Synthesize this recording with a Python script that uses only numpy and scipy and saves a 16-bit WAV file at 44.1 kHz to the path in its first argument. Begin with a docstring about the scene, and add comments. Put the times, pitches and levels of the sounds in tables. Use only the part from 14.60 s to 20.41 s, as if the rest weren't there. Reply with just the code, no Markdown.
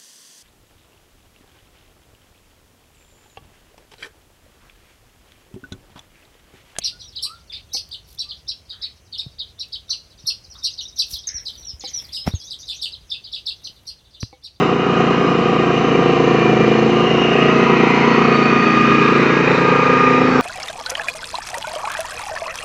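"""Quick exhaust beats over a droning rotor, with a brief dip in level at the start: a single-cylinder
walking tractor drives a flail mower over long grass and turns round. The beats and the drone are sums of
tones locked to the engine; the gear whine is too. Panels, hollows and loose sheet metal are narrow bands
of noise; flails, cut grass and fan are wide noise. All change colour in the turn; the engine sags briefly
under load and puffs of wind touch the microphone."""
import sys
import numpy as np
from scipy import signal
from scipy.io import wavfile
from scipy.ndimage import uniform_filter1d

SR = 44100
rng = np.random.default_rng(int(sys.argv[2]) if len(sys.argv) > 2 else 0)


def store_wav(level_fs):
    """Save 16-bit WAV to argv[1]."""
    pcm = np.round(np.clip(np.atleast_2d(level_fs), -1, 1) * 32767)
    wavfile.write(sys.argv[1], SR, pcm.T.astype(np.int16))


N = 256220  # length in samples
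ROTOR_TURNS_PER_FIRING = 1.5878  # the gearing between engine and rotor


def gain_of(db):
    """Turns decibels into a factor on the wave."""
    return 10 ** (np.asarray(db) / 20)


def evened(x):
    """Scales a signal to rms 1."""
    return x / np.sqrt(np.mean(x ** 2) + 1e-20)


def curve(rows, column=1):
    """One column of a table, joined by straight lines, at every sample."""
    rows = np.array(rows)
    return np.interp(np.arange(N) / SR, rows[:, 0], rows[:, column])


def by_stage(values, stage):
    """Blends the four values of a row along the stage curve; past stage 3 the last value holds."""
    return np.interp(stage, np.arange(4), values)


def bump(t, middle, length, power):
    """Rises softly to 1 at the middle and falls again; a higher power gives a flatter top."""
    return np.exp(-abs(2 * (t - middle) / length) ** power)


def wander(hz):
    """Slow chance of rms about 1, moving at rates up to about hz."""
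    steps = rng.standard_normal(N // 64 + 3000)
    lowpass = signal.butter(2, hz, fs=SR / 64, output="sos")
    # the first steps are dropped, while the filter settles
    smooth = signal.sosfilt(lowpass, steps)[-(N // 64 + 2):]
    return np.interp(np.arange(N) / 64, np.arange(len(smooth)), evened(smooth))


def swells(rows, usual_db):
    """Gain of a sound that rises above its usual level for a while; the powers add up."""
    t = np.arange(N) / SR
    power = gain_of(2 * usual_db)
    power = power + sum(gain_of(2 * db) * bump(t, middle, length, 3) for middle, length, db in rows)
    return np.sqrt(power)


def tones(rows, turns, stage, lags, waver_db, changes=()):
    """Whole multiples of a turning shaft, each wavering a little in level."""
    t, out = np.arange(N) / SR, 0
    for (multiple, *db), lag in zip(rows, lags):
        change_db = sum(rise_db * bump(t, middle, length, 3)
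                        for order, middle, length, rise_db in changes if order == multiple)
        level_db = by_stage(db, stage) + change_db + waver_db * wander(2.5)
        wave = np.cos(2 * np.pi * multiple * turns + lag)
        out = out + np.sqrt(2) * gain_of(level_db) * wave
    return out


def hollow(rows, width_hz):
    """Noise smoothed to the width and lifted to a moving tone, like air ringing in a hollow."""
    base = rng.standard_normal(N) + 1j * rng.standard_normal(N)
    band = signal.sosfilt(signal.butter(2, width_hz / 2, fs=SR, output="sos"), base)
    tone = np.exp(2j * np.pi * np.cumsum(curve(rows, column=1)) / SR)
    level_db = curve(rows, column=2) + 0.6 * wander(4.1)
    return gain_of(level_db) * evened((band * tone).real)


# engine speed, which sags for a moment under load: (t/s, firings a second)
ENGINE_SPEED = [(0.0, 28.634), (0.45, 28.882), (0.9, 28.388), (1.35, 28.181), (1.7, 27.654), (1.95, 26.965),
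                (2.05, 27.129), (2.4, 28.097), (2.85, 29.097), (3.2, 29.003), (3.6, 28.995), (3.95, 28.663),
                (4.4, 28.437), (5.0, 28.429), (5.81, 28.36)]


def crank():
    """Engine cycles counted along the sound; each whole number is a firing, close to its exhaust blow."""
    return np.cumsum(curve(ENGINE_SPEED)) / SR - .66


def knock(cycles):
    """Each firing jolts the frame, so what it carries is a little louder just after."""
    return 1 + 0.12 * np.cos(2 * np.pi * (cycles - .08))


# puffs of wind: (middle t/s, length/s, level/dB rms)
WIND_PUFFS = [(2.35, 0.18, -43), (2.65, 0.4, -47), (4.27, 0.26, -36.5), (5.65, 0.63, -37.5)]
BREEZE_DB = -57  # level between the puffs


def wind():
    """Moving air presses on the microphone as a lumpy low rumble."""
    low_band = signal.butter(2, [55, 125], "band", fs=SR, output="sos")
    rumble = evened(signal.sosfilt(low_band, rng.standard_normal(N)))
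    return swells(WIND_PUFFS, BREEZE_DB) * gain_of(2.8 * wander(19)) * rumble


# rumble under the exhaust tones: (f/Hz, then level/dB per Hz at stages 0, 1, 2, 3)
LOW_RUMBLE = [(40, -80, -80, -80, -80), (95, -73, -73, -73, -72), (130, -62, -60, -60, -61),
              (260, -51.5, -51, -51, -52), (400, -51.5, -51.5, -50, -50.5), (500, -57, -56.5, -55.5, -54),
              (570, -63, -61, -59, -59)]
# flails, cut grass and cooling fan: (f/Hz, then level/dB per Hz at stages 0, 1, 2, 3)
FLAIL_ROAR = [(724, -45.5, -48.5, -56.5, -56.5), (880, -66.5, -67.5, -59, -51),
              (1002, -49.5, -51.5, -51, -53.5), (1800, -63.5, -64, -58.5, -55.5),
              (2140, -62, -58.5, -55, -53), (3090, -64.5, -63.5, -61.5, -68),
              (3260, -75.5, -74, -70.5, -67.5), (6150, -81.5, -80.5, -79, -77.5),
              (7450, -91, -91.5, -92, -88), (7830, -75, -74, -75, -70)]
# bands where the roar thins out in the turn: (middle t/s, length/s, f/Hz, width/Hz, change/dB)
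THIN_BANDS = [(3.2, 1.0, 650, 90, -6.5), (4.55, 0.71, 700, 160, -7), (5.4, 0.56, 730, 130, -2),
              (4.0, 0.79, 920, 110, -5.5), (2.5, .8, 580, 120, -5), (4.05, .5, 4150, 350, -6),
              (5.55, .4, 4250, 350, -5), (5.1, .8, 3380, 250, -4), (2.35, .5, 1900, 200, -3.5)]


def roar(cycles, stage):
    """Flails, grass and fan make drifting noise; above 800 Hz clatter repeats every engine cycle."""
    grain = rng.standard_normal(1550)
    clatter = grain[(cycles % 1 * len(grain)).astype(int)]
    hz, t, noise = signal.stft(rng.standard_normal(N), SR, nperseg=1024, noverlap=768)
    repeat = signal.stft(clatter, SR, nperseg=1024, noverlap=768)[2]
    fine, wide = rng.standard_normal((2, *noise.shape))
    patches = evened(uniform_filter1d(uniform_filter1d(wide, 6, 0), 40, 1))
    # single tones of the clatter stand out for a while
    lines = evened(uniform_filter1d(fine, 40, 1))
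    share = 0.41 * (hz > 800)[:, None] * gain_of(5.9 * lines)

    # tone colour of each short frame, from the stage at that moment
    table = np.array(LOW_RUMBLE + FLAIL_ROAR)
    frame_stage = stage[np.minimum(t * SR, N - 1).astype(int)]
    per_frame = np.array([by_stage(row[1:], frame_stage) for row in table]).T
    log_hz = np.log(table[:, 0])
    colour_db = np.array([np.interp(np.log(hz + 1), log_hz, db) for db in per_frame]).T
    for middle, length, band_hz, width_hz, change_db in THIN_BANDS:
        in_band = bump(hz[:, None], band_hz, width_hz, 2)
        colour_db = colour_db + change_db * in_band * bump(t, middle, length, 4)

    frames = (noise + share * repeat) * gain_of(colour_db + 1.2 * patches) * np.sqrt(SR / 2)
    puff = 1 + 0.035 * np.cos(2 * np.pi * (cycles - .05))  # a slight pulse at each firing
    return puff * signal.istft(frames, SR, nperseg=1024, noverlap=768)[1][:N]


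# panels shaken by the drive: (f/Hz, width/Hz, then level/dB rms at stages 0, 1, 2, 3)
SHAKEN_PANELS = [(1226, 213, -30.5, -31.5, -25, -23.5), (1586, 51, -41, -42, -48, -30.5),
                 (1899, 200, -42, -39.5, -34, -40.5), (2459, 210, -42.5, -43, -31, -27.5),
                 (3820, 200, -49.5, -48.5, -52.5, -47), (6150, 190, -59.5, -52.5, -52, -60)]


def panels(stage):
    """Shaken sheet panels ring as noise in narrow bands that come and go."""
    out = 0
    for hz, width_hz, *db in SHAKEN_PANELS:
        edges = [hz - width_hz / 2, hz + width_hz / 2]
        band = signal.butter(1, edges, "band", fs=SR, output="sos")
        twice = np.r_[band, band]  # filtering twice steepens the sides
        ring = signal.sosfilt(twice, rng.standard_normal(N))
        out = out + gain_of(by_stage(db, stage) + 2.0 * wander(2.7)) * evened(ring)
    return out


# narrow whistle at the lip of the hood: (t/s, f/Hz, level/dB rms)
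LIP_WHISTLE = [(0, 2851, -49), (2.3, 2860, -47), (2.45, 2860, -31), (2.62, 2865, -30), (2.88, 2884, -31.5),
               (3.0, 2880, -47.5), (5.81, 2885, -54)]
# hollows whose tone and strength shift with the angle to the listener: (t/s, f/Hz, level/dB rms)
HOOD_HOLLOW = [(0, 2834, -35.5), (2.2, 2849, -35), (2.5, 2803, -28.5), (2.85, 2760, -28), (3.0, 2558, -37),
               (3.15, 2426, -31), (3.3, 2310, -32.5), (3.45, 2200, -29), (3.6, 2150, -43), (3.8, 2140, -47),
               (4.85, 2220, -42), (5.1, 2240, -30.5), (5.3, 2230, -31.5), (5.5, 2200, -41),
               (5.81, 2210, -36)]
COWL_HOLLOW = [(0, 4030, -50.5), (1.3, 4250, -53), (1.8, 4320, -47), (2.6, 4214, -50), (3.2, 4130, -52),
               (3.55, 4445, -41.5), (4.15, 4480, -42.5), (4.45, 4550, -46.5), (5.81, 4440, -53.5)]
CHUTE_HOLLOW = [(0, 747, -32), (2, 725.2, -28.5), (3.8, 743.3, -29), (4.2, 740.3, -37), (4.9, 748.5, -44.5),
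                (5.3, 758.6, -35), (5.81, 762, -26)]
LIP_WIDTH_HZ, HOOD_WIDTH_HZ, COWL_WIDTH_HZ, CHUTE_WIDTH_HZ = 31, 160, 150, 114


def hollows(cycles):
    """Hollow parts of the machine ring at moving tones; each firing also jolts the chute."""
    whistle = hollow(LIP_WHISTLE, LIP_WIDTH_HZ)
    hood = hollow(HOOD_HOLLOW, HOOD_WIDTH_HZ)
    cowl = hollow(COWL_HOLLOW, COWL_WIDTH_HZ)
    chute = knock(cycles) * hollow(CHUTE_HOLLOW, CHUTE_WIDTH_HZ)
    return whistle + hood + cowl + chute


# loose sheet metal, a low and a high part: (t/s, f/Hz, level/dB rms before its flutter)
LOOSE_CASING = [(0, 948, -53.5), (2.9, 950, -46), (3.05, 950, -32), (3.55, 973, -32.5), (3.7, 995, -48.5),
                (5.81, 957, -52.5)]
LOOSE_RATTLE = [(0, 3680, -53), (3.6, 3650, -54.5), (3.8, 3662, -43.5), (4.3, 3685, -45),
                (4.9, 3708, -43.5), (5.1, 3770, -44.5), (5.81, 3830, -46.5)]
CASING_WIDTH_HZ, RATTLE_WIDTH_HZ, RATTLE_FLUTTER_DB = 80, 280, 3


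def rattle():
    """Loose sheet metal rattles in bursts: narrow noise with a quick flutter in level."""
    casing = gain_of(RATTLE_FLUTTER_DB * wander(13)) * hollow(LOOSE_CASING, CASING_WIDTH_HZ)
    high = gain_of(RATTLE_FLUTTER_DB * wander(13)) * hollow(LOOSE_RATTLE, RATTLE_WIDTH_HZ)
    return casing + high


# meshing gear teeth, one entry a tone: (multiple of the firing rate)
MESH_MULTIPLES = [34, 27 * ROTOR_TURNS_PER_FIRING, 48, 58, 88, 66, 110, 33] + [9 * k * ROTOR_TURNS_PER_FIRING for k in (5, 6, 7, 9, 10, 11)]
# usual strength of each mesh tone: (level/dB rms)
MESH_DB = [-38.5, -37.5, -46, -53.5, -45, -46.5, -47, -50.5, -44.5, -44.5, -43, -56, -58, -59.5]
# each tone swells when its housing faces the listener, one list a tone: (middle t/s, length/s, level/dB rms)
MESH_SWELLS = [
    [(3.08, 0.13, -24.5), (3.38, 0.3, -27), (3.9, 0.26, -32), (5.25, 0.8, -31.5)],
    [(0.85, 1.7, -30), (2.4, 0.1, -25.5), (2.95, 0.42, -26), (3.97, 0.4, -19.5), (4.33, 0.39, -19),
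     (5.12, 0.27, -19), (5.43, 0.33, -15.5), (5.66, 0.21, -24.5)],
    [(3.15, 0.86, -35.5), (4.75, 0.49, -39)],
    [(4.6, 1, -30), (5.3, 0.26, -29.5)],
    [(1.95, 0.45, -30.5), (3.0, 0.71, -32), (4.3, 0.86, -30.5), (5.2, 0.63, -36.5)],
    [(1.7, 1.3, -36), (2.85, 0.21, -31), (3.2, 0.22, -31), (3.9, 0.96, -33.5), (4.8, 0.27, -35)],
    [(2.6, 0.54, -42.5), (4.6, 0.48, -51)],
    [(0.4, .6, -39), (3.4, 0.61, -31), (5.3, 0.86, -35)],
    [(2.6, 0.47, -37), (3.25, 0.55, -32)],
    [(1.0, 1.7, -36.5), (3.65, 0.26, -29.5), (4.15, 0.65, -28), (5.4, 0.34, -35)],
    [(0.5, 0.71, -41.5), (2.6, 0.52, -41)],
    [(0.6, 0.8, -55), (3.85, 0.2, -48), (4.3, 0.11, -39.5), (4.48, 0.12, -41), (4.68, 0.078, -42),
     (4.9, 0.29, -42.5)],
    [(0.4, 0.32, -49.5), (1.7, 0.77, -49.5), (3.3, 0.82, -46.5), (4.5, 0.22, -47), (5.0, 0.3, -45)],
    [(3.0, 0.91, -54), (3.9, 0.73, -42.5), (5.7, 0.23, -47)],
]
# quick waver of each mesh tone: (change/dB)
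MESH_FLUTTER_DB = [2.5, 1.5, 4, 5, 3, 3, 4, 3, 4, 3, 4, 5, 4, 4]
MESH_WAVER_DB, MESH_THROB = 0.7, 0.2  # slow waver; share of the throb


def gears(cycles):
    """Meshing teeth whine; the uneven push of one cylinder throbs them once a cycle."""
    throb = 1 + MESH_THROB * np.cos(2 * np.pi * (cycles - .1))
    cycles = cycles + .0026 * wander(10)  # the turning is slightly uneven
    out = 0
    for teeth, rows, usual_db, flutter_db in zip(MESH_MULTIPLES, MESH_SWELLS, MESH_DB, MESH_FLUTTER_DB):
        waver_db = MESH_WAVER_DB * wander(2.4) + flutter_db * np.tanh(wander(11))
        gain = swells(rows, usual_db) * gain_of(waver_db)
        out = out + np.sqrt(2) * gain * np.cos(2 * np.pi * teeth * cycles)
    return throb * out


# drone of the rotor: (multiple of the rotor speed, then level/dB rms at stages 0, 1, 2, 3)
ROTOR_TONES = [(3, -45, -44, -48, -47), (4, -27, -31, -31, -29), (6, -29, -34, -38, -43),
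               (7, -38, -37, -33, -38), (8, -24, -22, -27, -34), (9, -28, -28, -28, -40)]
# rotor tones that swell or fade for a while: (multiple of the rotor speed, middle t/s, length/s, change/dB)
ROTOR_CHANGES = [(8, 3.2, .6, 2.5), (8, 3.4, 0.39, -8), (8, 4.6, .3, 6.5), (9, 4.15, .5, 6),
                 (9, 8.5, .5, 1), (7, 3.8, .3, -8), (6, 1.5, .5, 7)]


def rotor(cycles, stage):
    """Rows of flails beat the air under the hood, geared to the engine."""
    turns = ROTOR_TURNS_PER_FIRING * cycles
    lags = 2 * np.pi * rng.random(len(ROTOR_TONES))
    return tones(ROTOR_TONES, turns, stage, lags, waver_db=2.06, changes=ROTOR_CHANGES)


# exhaust tones: (multiple of the firing rate, then level/dB rms at stages 0, 1, 2, 3)
EXHAUST_TONES = [(2, -41, -39.5, -43.5, -42), (3, -42.5, -43.5, -42, -46.5), (4, -33.5, -40, -42.5, -36.5),
                 (5, -27.5, -25.5, -26.5, -26), (6, -26, -28, -28.5, -31.5), (7, -33, -34, -27.5, -36.5),
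                 (8, -25.5, -24, -21.5, -27), (9, -35.5, -33.5, -24, -23), (10, -28, -27, -33.5, -31.5),
                 (11, -30, -33.5, -31, -27.5), (12, -33.5, -31, -26.5, -30), (13, -40, -32, -36, -35.5),
                 (14, -26.5, -31, -24, -23.5), (15, -35.5, -29.5, -31.5, -25),
                 (16, -29.5, -26.5, -25.5, -25), (17, -28, -22, -32, -27), (18, -34, -27.5, -41, -23),
                 (19, -44.5, -33, -51.5, -36.5), (20, -56.5, -40.5, -44, -36), (21, -43, -48.5, -49, -60.5),
                 (22, -35.5, -42.5, -35.5, -36.5), (23, -42, -41.5, -55, -48),
                 (24, -39.5, -40, -36.5, -57.5), (25, -37.5, -40, -46.5, -56),
                 (26, -36.5, -39.5, -45.5, -44), (27, -49.5, -32.5, -42.5, -57),
                 (28, -39.5, -37.5, -45.5, -41)]
# exhaust tones that swell or fade in the turn: (multiple of the firing rate, middle t/s, length/s, change/dB)
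EXHAUST_CHANGES = [(7, 2.3, 0.66, -17), (8, 2.19, 0.53, 4.5), (8, 4.04, 1.2, 3.5), (8, 5.05, 0.75, -7.5),
                   (9, 5.72, 0.68, 7), (11, 2.8, 1.1, 1.5), (11, 4.21, 0.62, 6.5), (11, 5.26, 0.39, -13.5),
                   (12, 2.6, 0.61, -11.5), (13, 3.1, 0.69, 6), (14, 3.2, 0.35, -1.5), (17, 1.5, 0.25, 0.5),
                   (17, 2.61, 0.66, -2.5), (18, 1.78, 0.31, 6), (19, 2.0, .5, 4), (20, 2.45, 0.6, 3),
                   (21, 2.6, .7, 11), (22, 4.5, .3, -5.5), (22, 5.5, .7, -7), (22, 2.85, .4, 10),
                   (25, 2.9, 0.89, 8), (8, 1.54, 0.33, -5.5), (8, 0.54, 0.89, 1.5), (9, 1.5, 0.52, 3.5),
                   (15, 1.83, .3, 4), (16, 4.15, 0.36, -3.5), (17, 3.5, .6, 5.5), (17, 5.35, 0.65, 4),
                   (18, 3.85, 0.81, 8.5), (19, 4.2, 0.45, 12.5), (19, 4.9, .3, 4), (24, 2.7, .5, 6),
                   (14, 5, .5, -4)]
BLOW_DELAY, GULP_LEAD = 0.007, 0.31  # engine cycles
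PIPE_ORDER, PIPE_SHARPNESS = 17.7, 8  # pipe resonance: multiple of the firing rate, Q
OUTLET_LEAD = 0.009  # cycles a stage by which the sharp blow comes earlier as the outlet swings nearer
SHADE_S, SHADE_LENGTH_S, SHADE_DB = 4.12, 0.5, -4  # the sharp blow fades for a moment in mid turn


def exhaust(cycles, stage):
    """Each firing blows through the pipe: one pulse a cycle, built as a sum of tones."""
    orders = np.arange(len(EXHAUST_TONES)) + 2
    near = orders / PIPE_ORDER
    ringing = np.arctan2(near / PIPE_SHARPNESS, 1 - near ** 2)  # the blow rings the pipe
    lags = -2 * np.pi * BLOW_DELAY * orders - ringing
    # an echo from the ground, a ninth of a cycle late, spreads the blow
    lags = lags - .65 * np.sin(2 * np.pi * .109 * orders)
    # the lowest tones are an inward gulp of the intake, a third of a cycle before the blow
    lags = np.where(orders < 7, np.pi + 2 * np.pi * GULP_LEAD * orders, lags)

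    cycles = cycles + .002 * wander(8)  # no two firings come quite on time
    shade = gain_of(SHADE_DB * bump(np.arange(N) / SR, SHADE_S, SHADE_LENGTH_S, 4))
    low = tones(EXHAUST_TONES[:10], cycles, stage, lags[:10], waver_db=0.7, changes=EXHAUST_CHANGES)
    sharp = tones(EXHAUST_TONES[10:], cycles + OUTLET_LEAD * stage, stage, lags[10:],
                  waver_db=1.38, changes=EXHAUST_CHANGES)
    sharp = shade * gain_of(.7 * wander(10)) * sharp
    return gain_of(.7 * wander(14)) * (low + sharp)


# the turn: (t/s, stage: 0 mower in front, 1 labouring in thick grass, 2 side on, 3 and up exhaust in front)
TURN_STAGE = [(0, 0), (1.3, 0.62), (1.8, 1.15), (2.35, 0.87), (2.9, 1.64), (3.6, 2.0), (4.5, 2.5),
              (4.85, 2.5), (5.0, 5), (5.81, 5)]
# loudness on top of the stage, with a brief dip at the start: (t/s, level/dB)
MACHINE_LEVEL = [(0, 1.5), (0.2, -3.5), (0.4, 0.5), (0.6, -1), (1.9, 0.5), (2.6, 0), (3.0, 1.2),
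                 (3.6, -0.2), (4.6, 0), (5.1, -0.5), (5.6, -2), (5.81, -2)]
ENGINE_SHARE = 0.7  # exhaust and rotor follow this share of the level in dB
ENGINE_DRIFT_DB, ROAR_DRIFT_DB = 0.4, 0.3


def scene():
    """All parts of the machine add up in the open air, with the wind."""
    cycles, stage, level_db = crank(), curve(TURN_STAGE), curve(MACHINE_LEVEL)
    engine_gain = gain_of(ENGINE_SHARE * level_db + ENGINE_DRIFT_DB * wander(0.68))
    engine = engine_gain * (exhaust(cycles, stage) + rotor(cycles, stage))
    noise_gain = gain_of(level_db + ROAR_DRIFT_DB * wander(0.92))
    ringing = knock(cycles) * panels(stage) + hollows(cycles) + rattle()
    noise = noise_gain * (ringing + roar(cycles, stage))
    return (wind() + noise + gears(cycles) + engine)[None]


LOW_CUT_HZ, TOP_EDGE_HZ = 67, 7671


def record(dry):
    """The microphone drops the deepest bass and the highest peaks clip; then the treble is cut off."""
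    low_cut = signal.butter(2, LOW_CUT_HZ, "high", fs=SR, output="sos")
    clipped = np.clip(signal.sosfilt(low_cut, dry), -1, 1)
    taps = signal.firwin(511, TOP_EDGE_HZ, window=("kaiser", 9), fs=SR)
    return np.clip(signal.oaconvolve(clipped, taps[None], "same"), -1, 1)


dry = scene()
out = record(dry)
store_wav(out)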